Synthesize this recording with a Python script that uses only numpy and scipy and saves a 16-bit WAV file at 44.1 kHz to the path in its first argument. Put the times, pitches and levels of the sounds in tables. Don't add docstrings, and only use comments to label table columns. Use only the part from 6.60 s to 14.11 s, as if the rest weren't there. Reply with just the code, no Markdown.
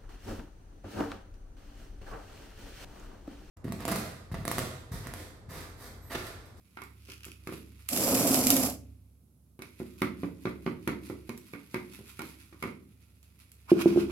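import sys
import numpy as np
from scipy import signal
from scipy.fft import rfft, irfft
from scipy.io import wavfile

SR = 44100
rng = np.random.default_rng(int(sys.argv[2]) if len(sys.argv) > 2 else 0)


def wav_out(sig):
    wavfile.write(sys.argv[1], SR, np.round(np.clip(np.atleast_2d(sig).T, -1, 1) * 32767).astype(np.int16))


N = 331191
TIME = np.arange(N) / SR

# (t/s, level/dB)
MOTOR_LEVEL = [(0, -64), (.3, -50.5), (2.3, -44.5), (2.7, -60.5), (3.5, -50.5), (4.6, -48.5), (5.05, -70),
               (5.35, -54), (7.0, -55.5), (7.51, -38.5)]
# (f/Hz, density level/dB per Hz)
AIR_SPECTRUM = [(25, -51.5), (60, -18), (108, -13.5), (230, -20), (775, -43), (1400, -48.5), (1840, -56),
                (8590, -50.5), (11300, -44), (16000, -53)]
# (t/s, level/dB)
HANDLING_LEVEL = [(0, -73), (1.3, -66.5), (2.3, -78.5), (2.975, -102), (3.03, -67), (4.1, -71), (5.6, -62),
                  (6.25, -76), (7.51, -69.5)]
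# (peak t/s, level/dB)
GLOVE_BRUSHES = [(0.941, -51.5), (1.21, -60.5), (3.28, -58.5), (4.458, -54), (4.881, -59), (5.339, -52.5),
                 (5.49, -54.5), (5.66, -52), (5.82, -57), (6.42, -66), (6.8, -63), (6.93, -67.5)]
# (f/Hz, density level/dB per Hz)
LOOSE_SPECTRUM = [(470, -26.5), (900, -7.5), (1400, -3.5), (1650, -8.5), (2500, 0), (3050, -7),
                  (4740, -6.5), (8770, -11), (11300, -4.5), (14000, -10.5), (16000, -18.5)]
# (t/s, thud level/dB, clack level/dB, grit level/dB)
POT_KNOCKS = [(0.171, -53.5, -24, -45), (0.218, -50.5, -26.5, -31.5), (0.487, -51, -37.5, -53),
              (0.665, -49.5, -41, -53), (0.872, -38, -23.5, -27.5), (0.923, -39, -32, -35),
              (2.991, -45.5, -35.5, -41), (3.02, -47.5, -27, -28), (3.201, -35, -34.5, -59),
              (3.4181, -26, -11, -19), (3.633, -30, -25, -52), (3.854, -29, -16.5, -49),
              (4.063, -29, -17, -46), (4.275, -28, -12.5, -21.5), (4.499, -35, -29, -39),
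              (4.692, -37.5, -26, -26), (4.935, -40.5, -25, -38), (5.143, -32.5, -17, -26.5),
              (5.39, -48, -46, -39), (5.592, -41, -20.5, -26.5), (5.618, -43, -27, -26.5),
              (5.926, -52, -35, -61), (6.025, -40, -18.5, -25), (6.038, -34, -23, -35),
              (6.074, -41.5, -30, -42)]
# (f/Hz, level/dB, t60/s)
FILLED_POT_MODES = [(146.5, -13.5, 0.2), (203.9, -3.5, 0.13), (267, 0, 0.073), (310.6, -5.5, 0.16),
                    (367, 0, 0.078), (494, -17.5, 0.086)]
# (f/Hz, density level/dB per Hz)
WALL_SPECTRUM = [(200, -19), (500, -9), (720, -3.5), (1100, 4.5), (1450, 2.5), (1720, -4.5), (2200, 3.5),
                 (2900, -10.5), (4300, -14.5), (9000, -39.5)]
# (t/s, level before colouring/dB)
COARSE_BITS = [(0.237, -39), (0.6511, -29), (1.2881, -15), (1.362, -16.5), (1.743, -8.5), (1.869, -7),
               (1.903, -3), (1.966, -11), (4.776, -33), (6.6284, -44.5), (6.917, -39)]
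# (f/Hz, density level/dB per Hz)
GRIT_SPECTRUM = [(700, -32), (1250, -4), (1650, -9), (2430, -1.5), (3600, -5.5), (5020, -0.5), (6500, -2),
                 (7490, 3), (8820, -4.5), (11600, 2.5), (14000, 0), (16000, -10.5)]
# (peak t/s, level/dB)
MIX_SLIPS = [(0.411, -65), (0.519, -45.5), (0.656, -49.5), (.715, -53)]
# (peak t/s, level/dB, 20 dB rise t/s, 20 dB fall t/s)
POT_SCRAPES = [(7.104, -40.5, 0.018, 0.043), (7.22, -31.5, 0.051, 0.017), (7.28, -42.5, 0.023, 0.12),
               (7.406, -42, 0.088, 0.063), (7.51, -47, 0.027, .05)]
# (f/Hz, density level/dB per Hz)
SLIDE_SPECTRUM = [(530, -8.5), (900, -2), (1450, -2), (1900, -10), (2450, -2.5), (3600, -11), (5000, -11),
                  (8800, -20), (11300, -16.5), (16000, -25)]
# (t/s, level/dB)
POUR_FLOW = [(1.285, -43.5), (1.33, -34), (1.45, -32.5), (1.5, -28.5), (1.79, -30.5), (1.845, -33.5),
             (1.895, -30), (2.07, -32.5), (2.16, -55)]
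# (f/Hz, density level/dB per Hz)
DRUM_SPECTRUM = [(29, -52.5), (81, -15), (161, -10.5), (215, -7.5), (262, 1), (320, -8.5), (400, -13),
                 (560, -10.5), (690, -10.5), (800, -18), (1390, -24), (1620, -28), (3500, -48)]
# (t/s, level/dB)
CLOD_LANDINGS = [(1.48, -27), (1.55, -26), (1.709, -25), (1.784, -27), (1.863, -25), (1.902, -24.5),
                 (1.933, -24)]
# (t/s, level/dB, t/s until the glove damps it)
EMPTY_BUMPS = [(7.117, -8, 0.019), (7.258, -9.5, 0.057), (7.36, -17.5, 0.047), (7.374, -13.5, 0.0154)]
# (f/Hz, level/dB, t60/s)
EMPTY_POT_MODES = [(208.5, -16, 0.39), (271.5, -14, 0.2), (348.6, 2, 0.11), (578, -28, 0.093),
                   (685, -45, 0.0074)]
# (f/Hz, t60/s)
PORCH_DECAY = [(100, 1), (300, 0.63), (800, 0.33), (2000, 0.35), (6000, 0.33), (14000, 0.26)]
# (delay t/s, level before dulling and wet gain/dB)
NEAR_ECHOES = [(.0058, -12), (0.017, -14.5), (0.055, -13.5)]
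# (f/Hz, left minus right level/dB)
MICROPHONE_COLOUR = [(100, -3), (600, -2), (800, -1), (1300, -5.5), (1650, 2), (2350, -6), (3200, -4),
                     (5600, 3), (11000, -10.5), (14500, 0)]

AIR_DB = -64.5
GIVE_DB, GIVE_FOLLOWS = -43, 0.43
GIVE_MOST_DB = 9
GIVE_RISE_S, GIVE_FALL_S = 0.096, 0.11
BRUSH_RISE_S, BRUSH_FALL_S = 0.09, 0.13
SLIP_RISE_S, SLIP_FALL_S = 0.064, 0.045
REBOUND_THUD_DB, REBOUND_CLACK_DB = -3, -7.5
RASP_SPLIT_HZ, RASP_LEAD_S = 1560, 0.0085
DRUM_DB, CRUMBS_BUILD_S = 1.5, 0.05
CUTOFF_HZ = 16200


def from_db(db):
    return 10 ** (np.asarray(db) / 20)


def rms_one(x):
    return x / np.sqrt(np.mean(x ** 2) + 1e-20)


def gain_curve(rows):
    s, db = np.transpose(rows)
    return from_db(np.interp(TIME, s, db, left=-140, right=-140))


def at_hz(points, hz):
    points = np.array(points)
    return np.interp(np.log(hz + 1), np.log(points[:, 0]), points[:, 1])


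def drift(rate):
    knots = rng.standard_normal(4000)
    return rms_one(np.interp(TIME * rate, np.arange(len(knots)), knots))


def swell(s, db, rise_s, fall_s):
    away = np.maximum((s - TIME) / rise_s, (TIME - s) / fall_s)
    return from_db(db - 20 * np.minimum(away, 10))


def colour(x, spectrum):
    size = 4096
    hz = np.arange(size + 1) * SR / 2 / size
    cepstrum = irfft(np.log(from_db(at_hz(spectrum, hz))))
    cepstrum[1:size] *= 2
    cepstrum[size + 1:] = 0
    impulse_response = irfft(np.exp(rfft(cepstrum)))[None, :size]
    return signal.oaconvolve(x, impulse_response, axes=-1)[:, :N]


def strike(times, levels_db, modes, vary_db, detune):
    out, t = np.zeros(N + SR), TIME[:SR // 3]
    hz, mode_db, t60 = np.array(modes).T[:, :, None]
    for s, db in zip(times, levels_db):
        at = int(s * SR)
        louder, sharper = rng.uniform(-1, 1, (2, len(modes), 1))
        tones = np.sin(2 * np.pi * hz * (1 + detune * sharper) * t)
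        decay = from_db(db + mode_db + vary_db * louder - 60 * t / t60)
        out[at:at + len(t)] += (tones * decay).sum(axis=0)
    return out[:N]


def spray(times, levels_db, t60):
    out, t = np.zeros((2, N + SR)), TIME[:SR // 5]
    onset = 1 - np.exp(-t / 0.0008)
    for s, db in zip(times, levels_db):
        at = int(s * SR)
        burst = rng.standard_normal((2, len(t))) + 0.5 * rng.standard_normal(len(t))
        out[:, at:at + len(t)] += burst * onset * from_db(db - 60 * t / t60)
    return out[:, :N]


def grains(per_s, spread_db, t60, count=8):
    sizes = from_db(spread_db * np.minimum(rng.exponential(1, N), 4)) * rng.choice([-1, 1], N)
    clicks = sizes * (rng.random(N) < per_s / SR)
    kind = rng.integers(0, count, N)
    t = TIME[:SR // 100]
    noise = rng.standard_normal((count, 2, len(t))) + 0.56 * rng.standard_normal((count, 1, len(t)))
    rings = noise * from_db(-60 * t / t60)
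    return sum(signal.oaconvolve((clicks * (kind == k))[None], rings[k], axes=-1)[:, :N]
               for k in range(count))


def narrow_bass(x, split_hz=750):
    mid, side = (x[0] + x[1]) / 2, (x[0] - x[1]) / 2
    high_pass = signal.butter(1, split_hz, "high", fs=SR, output="sos")
    side = 0.051 * side + 0.98 * signal.sosfilt(high_pass, side)
    return np.array([mid + side, mid - side])


def porch(x, wet_db):
    t, edges = TIME[:SR * 3 // 4], np.geomspace(50, 19000, 13)
    white, tail = rng.standard_normal((2, 2, len(t))), 0
    for k, (low, high) in enumerate(zip(edges, edges[1:])):
        band_pass = signal.butter(2, [low, high], "band", fs=SR, output="sos")
        band = rms_one(signal.sosfilt(band_pass, white[k % 2])) * np.sqrt(high - low)
        tail = tail + band * from_db(-60 * t / at_hz(PORCH_DECAY, np.sqrt(low * high)))
    tail = rms_one(narrow_bass(tail * np.clip(t / 0.0068, 0, 1))) / np.sqrt(len(t))
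    echoes = np.zeros(len(t))
    for delay, db in NEAR_ECHOES:
        echoes[int(delay * SR)] = from_db(db)
    response = tail + signal.sosfilt(signal.butter(1, 2500, fs=SR, output="sos"), echoes)
    direct = x * np.ones((2, 1))
    return direct + from_db(wet_db) * signal.oaconvolve(direct, response, axes=-1)[:, :N]


def background():
    hum = 0
    for hz, db in ((69.5, -7.0), (99, -10.5)):
        phase = 2 * np.pi * np.cumsum(hz * (1 + 0.02 * drift(16))) / SR
        hum = hum + np.sqrt(2) * np.sin(phase) * from_db(db + 0.78 * drift(16))
    air = rms_one(colour(narrow_bass(rng.standard_normal((2, N))), AIR_SPECTRUM))
    return hum * gain_curve(MOTOR_LEVEL) + from_db(AIR_DB) * air


def rustle():
    crackle = rms_one(colour(grains(per_s=1300, spread_db=3.0, t60=0.0036, count=12), LOOSE_SPECTRUM))
    crackle = crackle * from_db(1.0 * drift(45))
    pushes = [swell(s, GIVE_DB + GIVE_FOLLOWS * thud_db, GIVE_RISE_S, GIVE_FALL_S)
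              for s, thud_db, _, _ in POT_KNOCKS]
    brushes = [swell(s, db, BRUSH_RISE_S, BRUSH_FALL_S) for s, db in GLOVE_BRUSHES]
    handling = gain_curve(HANDLING_LEVEL)
    giving = np.minimum(np.max(pushes, axis=0), handling * from_db(GIVE_MOST_DB))
    return porch(crackle * np.max([handling, giving, *brushes], axis=0), wet_db=-3.5)


def knocks():
    s, thud_db, clack_db, grit_db = np.transpose(POT_KNOCKS)
    twice = np.r_[s, s + rng.uniform(0.007, 0.019, len(s))]
    thud_levels = np.r_[thud_db, thud_db + REBOUND_THUD_DB]
    clack_levels = np.r_[clack_db, clack_db + REBOUND_CLACK_DB]
    thud = strike(twice, thud_levels, FILLED_POT_MODES, vary_db=1, detune=0.1)
    thud = signal.sosfilt(signal.butter(2, 105, "high", fs=SR, output="sos"), thud)
    clack = colour(spray(twice, clack_levels, t60=0.019), WALL_SPECTRUM)
    grit = colour(spray(s, grit_db, t60=0.018), LOOSE_SPECTRUM)
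    return porch(thud, wet_db=-3.5) + porch(clack, wet_db=-1.5) + porch(grit, wet_db=-5.5)


def bits():
    ticks = spray(*np.transpose(COARSE_BITS), t60=0.012)
    return porch(colour(ticks, GRIT_SPECTRUM), wet_db=-3.5)


def slides():
    scratch = colour(grains(per_s=700, spread_db=5.0, t60=0.0063), SLIDE_SPECTRUM)
    slither = rms_one(signal.sosfilt(signal.butter(2, 2600, "high", fs=SR, output="sos"), scratch))
    rasp = rms_one(colour(grains(per_s=4000, spread_db=1.5, t60=0.0091), SLIDE_SPECTRUM))
    slipping = sum(swell(s, db, SLIP_RISE_S, SLIP_FALL_S) for s, db in MIX_SLIPS)
    dragging = sum(swell(*scrape) for scrape in POT_SCRAPES)
    dull = signal.sosfilt(signal.butter(3, RASP_SPLIT_HZ, "low", fs=SR, output="sos"), rasp)
    bright = signal.sosfilt(signal.butter(3, RASP_SPLIT_HZ, "high", fs=SR, output="sos"), rasp)
    starting = np.interp(TIME + RASP_LEAD_S, TIME, dragging)
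    return porch(slither * slipping + dull * starting + bright * dragging, wet_db=-6.0)


def pour():
    grit = rms_one(colour(grains(per_s=3700, spread_db=-0.5, t60=0.0021, count=14), GRIT_SPECTRUM))
    grit = grit * from_db(2.0 * drift(120))
    drum = narrow_bass(grains(per_s=1800, spread_db=0.5, t60=0.0027), split_hz=4800)
    drum = rms_one(colour(drum, DRUM_SPECTRUM))
    crumbs = 1 - np.exp(-np.maximum(TIME - POUR_FLOW[0][0], 0) / CRUMBS_BUILD_S)
    clods = strike(*np.transpose(CLOD_LANDINGS), [(261.8, 0.003, 0.28)], vary_db=-2, detune=0.066)
    stream = (grit + drum * crumbs * from_db(DRUM_DB)) * gain_curve(POUR_FLOW) + clods
    return porch(stream, wet_db=-11)


def empty_pot():
    boom = 0
    for s, db, free in EMPTY_BUMPS:
        blow = strike([s], [db], EMPTY_POT_MODES, vary_db=1, detune=0.008)
        boom = boom + blow * np.exp(-np.maximum(TIME - s - free, 0) / 0.013)
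    boom = signal.sosfilt(signal.butter(2, [160, 850], "band", fs=SR, output="sos"), boom)
    return porch(boom, wet_db=-8)


def scene():
    left, right = rustle() + knocks() + bits() + slides() + pour() + empty_pot()
    lag = 4
    return np.array([left, np.pad(right, (lag, 0))[:N]]) + background()


def record(dry):
    channels = []
    for ear, sign in enumerate((1, -1)):
        response = [(hz, sign * db / 2) for hz, db in MICROPHONE_COLOUR]
        channels.append(colour(dry[[ear]], response))
    low_pass = signal.ellip(10, 0.1, 80, CUTOFF_HZ, fs=SR, output="sos")
    return signal.sosfilt(low_pass, np.vstack(channels))


dry = scene()
out = record(dry)
wav_out(out)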